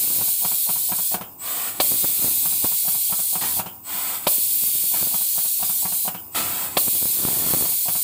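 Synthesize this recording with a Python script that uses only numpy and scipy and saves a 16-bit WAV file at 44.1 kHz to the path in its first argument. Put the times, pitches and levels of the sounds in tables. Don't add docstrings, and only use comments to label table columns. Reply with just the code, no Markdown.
import sys
import numpy as np
from scipy import signal
from scipy.fft import rfft, irfft, next_fast_len
from scipy.io import wavfile
from scipy.ndimage import map_coordinates

SR = 44100
rng = np.random.default_rng(int(sys.argv[2]) if len(sys.argv) > 2 else 0)


def store_wav(level_fs):
    pcm = np.round(np.clip(np.atleast_2d(level_fs), -1, 1) * 32767)
    wavfile.write(sys.argv[1], SR, pcm.T.astype(np.int16))


N = 354123

# opening time in seconds, shutting time in seconds.
VALVE_CYCLES = [(-.66, 1.15), (1.7997, 3.598), (4.2673, 6.083), (6.7683, 8.58)]
# landing in seconds, base level in dB.
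LANDINGS = [(0.21, -33.5), (.446, -29), (.69, -30.5), (.917, -28.5), (1.141, -25), (2.453, -33),
            (2.647, -31), (2.877, -33), (3.123, -30), (3.353, -29), (3.592, -25.5), (4.94, -34),
            (5.14, -32.5), (5.379, -34.5), (5.625, -30.5), (5.851, -29), (6.076, -26.5), (7.458, -36.5),
            (7.651, -34), (7.882, -28.5)]
# frequency in Hz, relative level in dB, t60 in seconds.
HEAD_MODES = [(108, -16, 0.16), (180.7, -3.5, 0.11), (349, -13.5, 0.1), (471, -16, 0.12), (635, -5, 0.057),
              (750, -1.5, 0.09), (942, 0.5, 0.057), (1122, -3.5, 0.046), (1316, -19, 0.051),
              (1580, -26, 0.044), (2370, -21, 0.046)]
HOUSING_MODES = [(183, -8.5, 0.029), (373, -5, 0.039), (533, -3, 0.039), (609, -3.5, 0.067),
                 (744, -3, 0.052), (900, 2, 0.014), (1280, -13, 0.027), (1770, -12.5, 0.029),
                 (2340, -4.5, 0.021), (3290, -5, 0.024), (3440, -33, 0.045), (4280, -32, 0.02)]
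# start in seconds, rush, fizz and frame levels in dB, air t60 in seconds.
AIR_BLASTS = [(3.407, -26.5, -30, -37.5, 0.5), (4.931, -32.5, -33, -43, 0.51),
              (6.345, -22, -15.5, -35, 0.53)]
# pitch in Hz, level in dB, change on braking in dB.
WHISTLE_TONES = [(7751, -38, -4), (8248, -38.5, -14)]
# centre in Hz, width in Hz, relative level in dB.
HOSE_MODES = [(2820, 220, -18), (3670, 100, -21), (5170, 50, -11), (7780, 150, -11), (8330, 96, -10),
              (8730, 100, -9), (9490, 70, -6), (10200, 70, -12), (10800, 130, -14), (11300, 80, -14),
              (11900, 100, -13), (12500, 90, -11), (13500, 250, -5), (14750, 900, 2)]
# delay after shut-off in seconds, pitch in Hz, level in dB.
LINE_SQUEAKS = [(.081, 3050, -36), (.15, 5100, -54)]
# time in seconds, signed relative pressure.
STRONG_POPS = [(.116, -0.027), (0.165, -0.033), (0.2094, -0.036), (1.919, 0.1), (1.9422, 0.053),
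               (2.0437, 0.13), (2.245, -0.11), (2.6456, 0.13), (4.3843, 0.036), (4.6375, 0.04),
               (4.7549, -0.031), (4.8406, 0.031), (5.028, -0.1), (5.0717, 0.056), (6.882, -0.13),
               (6.953, 0.048), (7.0276, 0.082), (7.056, -0.085), (7.2515, .17), (7.2891, -0.063),
               (7.4243, -0.038), (7.5372, 0.24), (7.625, -0.12)]
# peak in seconds, half-width in seconds, level in dB.
DRAUGHT_GUSTS = [(.12, 0.2, -36), (2.03, 0.17, -35), (2.255, 0.064, -30.5), (4.7, 0.19, -43),
                 (7.05, 0.31, -40.5), (7.28, 0.11, -31.5), (7.52, 0.17, -26.5)]
# frequency in Hz, relative density in dB.
JET_SPECTRUM = [(700, -53), (1300, -61), (1850, -27), (2150, -20.5), (3000, -16), (3500, -12.5),
                (4400, -9.5), (5900, -15.5), (7000, -8.5), (8200, -3), (12000, -3.5), (13500, 0.5),
                (15300, 2.5)]
KNOCK_SPECTRUM = [(60, -16), (150, 4), (330, -10), (520, -5), (800, -2), (1100, -3), (1600, -4.5),
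                  (1850, -10.5), (2800, -5), (5000, -17), (9000, -12)]
SLIDE_SPECTRUM = [(80, -11), (190, -5.5), (480, -14), (750, 2), (1050, -8), (1400, -22.5), (3000, -17.5)]
CRACK_SPECTRUM = [(40, -37), (120, -2.5), (500, -15), (1100, 0), (1900, -15.5), (2800, -4.5), (4600, -3),
                  (6000, -18), (15000, -18)]
RUSH_SPECTRUM = [(60, -23), (200, 2), (420, -4), (750, 3.5), (1100, 3.5), (1600, 0.5), (2500, 0), (3400, 1),
                 (4700, -0.5), (5900, -7), (7500, 0.5), (15000, -43)]
FIZZ_SPECTRUM = [(5500, -57), (6800, -12.5), (8000, -5.5), (9400, -4), (10500, -4.5), (11400, -10),
                 (12200, 1), (13200, -7), (15300, 0.5)]
FRAME_SPECTRUM = [(25, -22), (60, -5.5), (98, 7.5), (140, -3.5), (200, 2.5), (350, 0.5), (480, -12.5),
                  (750, -4), (1050, -3.5), (1350, -17.5), (2000, -58), (5000, -54)]
# frequency in Hz, change in dB.
JET_THINNING = [(2400, -1), (4000, 1.5), (8500, 2), (12000, 1), (15000, 1.5)]
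# frequency in Hz, t60 in seconds.
ROOM_DECAY = [(150, 0.29), (1000, 0.48), (5000, 0.095), (14000, 0.17)]

RUN_RISE_S, BLAST_RISE_S = 0.15, 0.0092
BAND_LIMIT_HZ = 15570


def jets():
    level_db, surge_db, surge_s, sag_db_per_s2 = -16, 3.5, 0.059, 0.8
    dip_at_s, dip_width_s, hollowing_s, bleed_t60_s = 1.595, 0.021, 2.01, 0.12
    t, age_s = clock(), cycle_age_s()
    flow = sum(ramp(t - opens, 0.0079) * amp(-60 * np.maximum(t - shuts, 0) / bleed_t60_s)
               for opens, shuts in VALVE_CYCLES)
    strength_db = level_db + surge_db * np.exp(-age_s / surge_s) - sag_db_per_s2 * age_s ** 2
    dip_db = 2.5 * bell(age_s - dip_at_s, dip_width_s)
    fresh = combed(noise(JET_SPECTRUM), echo=0.2, reach_s=0.007, drift_s=0.00025)
    thin = filtered(noise(JET_SPECTRUM), lambda hz: amp(along(JET_THINNING, hz)))
    hollow = combed(thin, echo=0.32, reach_s=0.006, drift_s=0.00025)
    blend_rad = np.pi / 2 * ramp(age_s, hollowing_s)
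    hiss = np.cos(blend_rad) * fresh + np.sin(blend_rad) * hollow
    return hiss * flow * amp(strength_db - dip_db + 0.64 * wobble(25))


def nozzle_strokes():
    slide_lead_s, return_s = 0.028, 0.067
    slide_db, ring_db, rattle_db, return_db = -6.5, 2, 2, -4.5
    t = np.arange(SR // 3) / SR
    ring, rattle, slide = np.zeros((3, N))
    for land_s, land_db in LANDINGS:
        add(slide, land_s - slide_lead_s, amp(land_db + slide_db) * burst(t, 0.002, 0.24))
        knocks = [(land_s, land_db, 0.0018), (land_s + return_s, land_db + return_db, 0.004)]
        for start_s, db, rise_s in knocks:
            for hz, mode_db, t60_s in HEAD_MODES:
                size, detune, phase = rng.standard_normal(3)
                mode = np.sin(2 * np.pi * (hz * (1 + 0.0084 * detune) * t + phase))
                gain = amp(db + mode_db + ring_db + 1.57 * size)
                add(ring, start_s, gain * burst(t, rise_s, t60_s) * mode)
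            add(rattle, start_s, amp(db + rattle_db) * burst(t, rise_s, 0.11))
    return ring + rattle * noise(KNOCK_SPECTRUM) + slide * noise(SLIDE_SPECTRUM)


def valve_clacks():
    ring_db, crack_db = -13.5, -7
    t = np.arange(SR // 4) / SR
    ring, crack = np.zeros((2, N))
    for _, reopens in pauses():
        for k, (hz, mode_db, t60_s) in enumerate(HOUSING_MODES):
            gain = (-1) ** k * amp(ring_db + mode_db + rng.normal(0, 1))
            add(ring, reopens, gain * burst(t, 0.00056, t60_s) * np.sin(2 * np.pi * hz * t))
        add(crack, reopens, amp(crack_db) * burst(t, 0.0055, 0.046))
    return ring + crack * noise(CRACK_SPECTRUM)


def air_rushes():
    rush_gain = amp(-34.5) * run_back(0.13, braked_db=-8) + amp(-11.5) * draught()
    fizz_gain = amp(-24) * run_back(RUN_RISE_S, braked_db=-5)
    for start_s, rush_db, fizz_db, _, t60_s in AIR_BLASTS:
        blast = burst(clock() - start_s, BLAST_RISE_S, t60_s)
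        rush_gain = np.hypot(rush_gain, amp(rush_db) * blast)
        fizz_gain = np.hypot(fizz_gain, amp(fizz_db) * blast)
    rush = combed(noise(RUSH_SPECTRUM), echo=0.17, reach_s=0.006, drift_s=0.0003)
    fizz = combed(noise(FIZZ_SPECTRUM), echo=0.19, reach_s=0.011, drift_s=0.00021)
    return rush_gain * rush + fizz_gain * fizz


def microphone_pops():
    eddies_per_s, spread_db, cluster_s, port_hz = 230, 4.5, 0.013, 85
    spikes, eddy_gain = np.zeros(N), draught()
    t = np.arange(SR // 10) / SR
    middle_s = t.mean()
    cluster = amp(-12) * bell(t - middle_s, cluster_s)
    for pop_s, pressure in STRONG_POPS:
        add(spikes, pop_s, np.array([pressure]))
        add(eddy_gain, pop_s - middle_s, abs(pressure) * cluster)
    arrivals = (rng.random(N) < eddies_per_s / SR) * rng.choice([-1, 1], N)
    eddies = arrivals * amp(spread_db * rng.standard_normal(N) - 0.5)
    pulse = burst(t, rise_s=0.00022, t60_s=0.005)
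    pops = signal.fftconvolve(amp(3) * spikes + eddies * eddy_gain, pulse / pulse.max())[:N]
    return filtered(pops, lambda hz: hz ** 2 / (hz ** 2 + port_hz ** 2))


def hose_leak():
    def response(hz):
        return sum(amp(db) * 1j * hz * width_hz / (centre_hz ** 2 - hz ** 2 + 1j * hz * width_hz)
                   for centre_hz, width_hz, db in HOSE_MODES)

    start_db_by_pause, fade_db_per_s = [-33.5, -32.5, -29.5], 46
    t = clock()
    fading = sum(ramp(t - shuts, 0.039) * amp(db - fade_db_per_s * np.abs(t - shuts))
                 for (shuts, _), db in zip(pauses(), start_db_by_pause))
    running = amp(-29) * run_back(RUN_RISE_S, braked_db=-11)
    return (fading + running) * shaped_noise(response)


def edge_whistles():
    out = np.zeros(N)
    for hz, db, braked_db in WHISTLE_TONES:
        phase = 2 * np.pi * np.cumsum(hz + 7 * wobble(120)) / SR
        out += amp(db + 2.5 * wobble(30)) * run_back(0.054, braked_db) * np.sin(phase)
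    return out


def line_squeaks():
    out, sharpness = np.zeros(N), 14
    for delay_s, pitch_hz, db in LINE_SQUEAKS:
        band = shaped_noise(lambda hz: 1 / (1 + (sharpness * (hz / pitch_hz - 1)) ** 2))
        envelope = sum(burst(clock() - shuts - delay_s, 0.013, 0.12) for shuts, _ in pauses())
        out += amp(db) * band * envelope
    return out


def frame_rumble():
    placing_db, travel_boost_db, travel_s = -56.5, 5.5, 0.72
    t = clock()
    placing = sum(ramp(t - opens - travel_s, 0.14) * (1 - ramp(t - shuts, 0.045))
                  for opens, shuts in VALVE_CYCLES)
    running = amp(placing_db + travel_boost_db * (1 - placing) + 3 * wobble(6.5))
    shaken = sum(amp(db) * burst(t - start_s, BLAST_RISE_S, t60_s=1.0)
                 for start_s, _, _, db, _ in AIR_BLASTS)
    return np.hypot(running, shaken) * noise(FRAME_SPECTRUM)


def room(x):
    hz, t, bands = signal.stft(rng.standard_normal(SR // 2), SR, nperseg=256)
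    decay = amp(-60 * t / along(ROOM_DECAY, hz)[:, None])
    _, tail = signal.istft(bands * decay, SR, nperseg=256)
    return signal.fftconvolve(x, tail / np.linalg.norm(tail))[:N]


def combed(x, echo, reach_s, drift_s):
    out = x.copy()
    for delay_s in rng.uniform(reach_s / 10, reach_s, 8):
        lag = np.round((delay_s + drift_s * wobble(1.5)) * SR).astype(int)
        out += echo * x[(np.arange(N) - lag) % N]
    return unit(out)


def run_back(rise_s, braked_db):
    delay_s, brake_lead_s, brake_s, stop_s = 0.22, 0.12, 0.064, 0.032
    t, gain = clock(), np.zeros(N)
    for shuts, reopens in pauses():
        swell = ramp(t - shuts - delay_s, rise_s)
        braking = amp(braked_db * ramp(t - reopens + brake_lead_s, brake_s))
        gain += swell * braking * (1 - ramp(t - reopens, stop_s))
    return gain


def draught():
    return sum(amp(db) * bell(clock() - peak_s, width_s) for peak_s, width_s, db in DRAUGHT_GUSTS)


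def pauses():
    return [(shuts, reopens) for (_, shuts), (reopens, _) in zip(VALVE_CYCLES, VALVE_CYCLES[1:])]


def cycle_age_s():
    t, opens = clock(), np.array(VALVE_CYCLES)[:, 0]
    return t - opens[np.searchsorted(opens, t, side="right") - 1]


def clock():
    return np.arange(N) / SR


def amp(db):
    return 10 ** (np.asarray(db) / 20)


def unit(x):
    return x / np.sqrt(np.mean(x ** 2) + 1e-20)


def along(points, hz):
    knots_hz, values = np.transpose(points)
    return np.interp(np.log(hz + 1), np.log(knots_hz + 1), values)


def filtered(x, response):
    size = next_fast_len(N + SR // 2)
    return irfft(rfft(x, size) * response(np.fft.rfftfreq(size, 1 / SR)), size)[:N]


def shaped_noise(response):
    return unit(filtered(rng.standard_normal(N), response))


def noise(spectrum):
    return shaped_noise(lambda hz: amp(along(spectrum, hz)))


def wobble(knots_per_s):
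    coarse = np.arange(0, N, 32)
    knots = rng.standard_normal(int(N * knots_per_s / SR) + 4)
    return np.interp(np.arange(N), coarse, map_coordinates(knots, [coarse * knots_per_s / SR]))


def ramp(t, length_s):
    return np.sin(np.pi / 2 * np.clip(t / length_s, 0, 1)) ** 2


def bell(t, half_width_s):
    return np.exp(-(t / half_width_s) ** 2)


def burst(t, rise_s, t60_s):
    t = np.maximum(t, 0)
    return (1 - np.exp(-t / rise_s)) * np.exp(-np.log(1000) * t / t60_s)


def add(track, start_s, sound):
    part = track[max(round(start_s * SR), 0):][:len(sound)]
    part += sound[:len(part)]


def scene():
    air = jets() + hose_leak() + line_squeaks() + air_rushes() + edge_whistles()
    knocks, clacks = nozzle_strokes(), valve_clacks()
    reverb = room(amp(-12) * air + amp(-11.5) * knocks + amp(-17.5) * clacks)
    mono = air + knocks + clacks + reverb + microphone_pops() + frame_rumble()
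    return np.array([mono, mono])


def record(dry):
    return np.array([filtered(channel, lambda hz: hz < BAND_LIMIT_HZ) for channel in dry])


dry = scene()
out = record(dry)
store_wav(out)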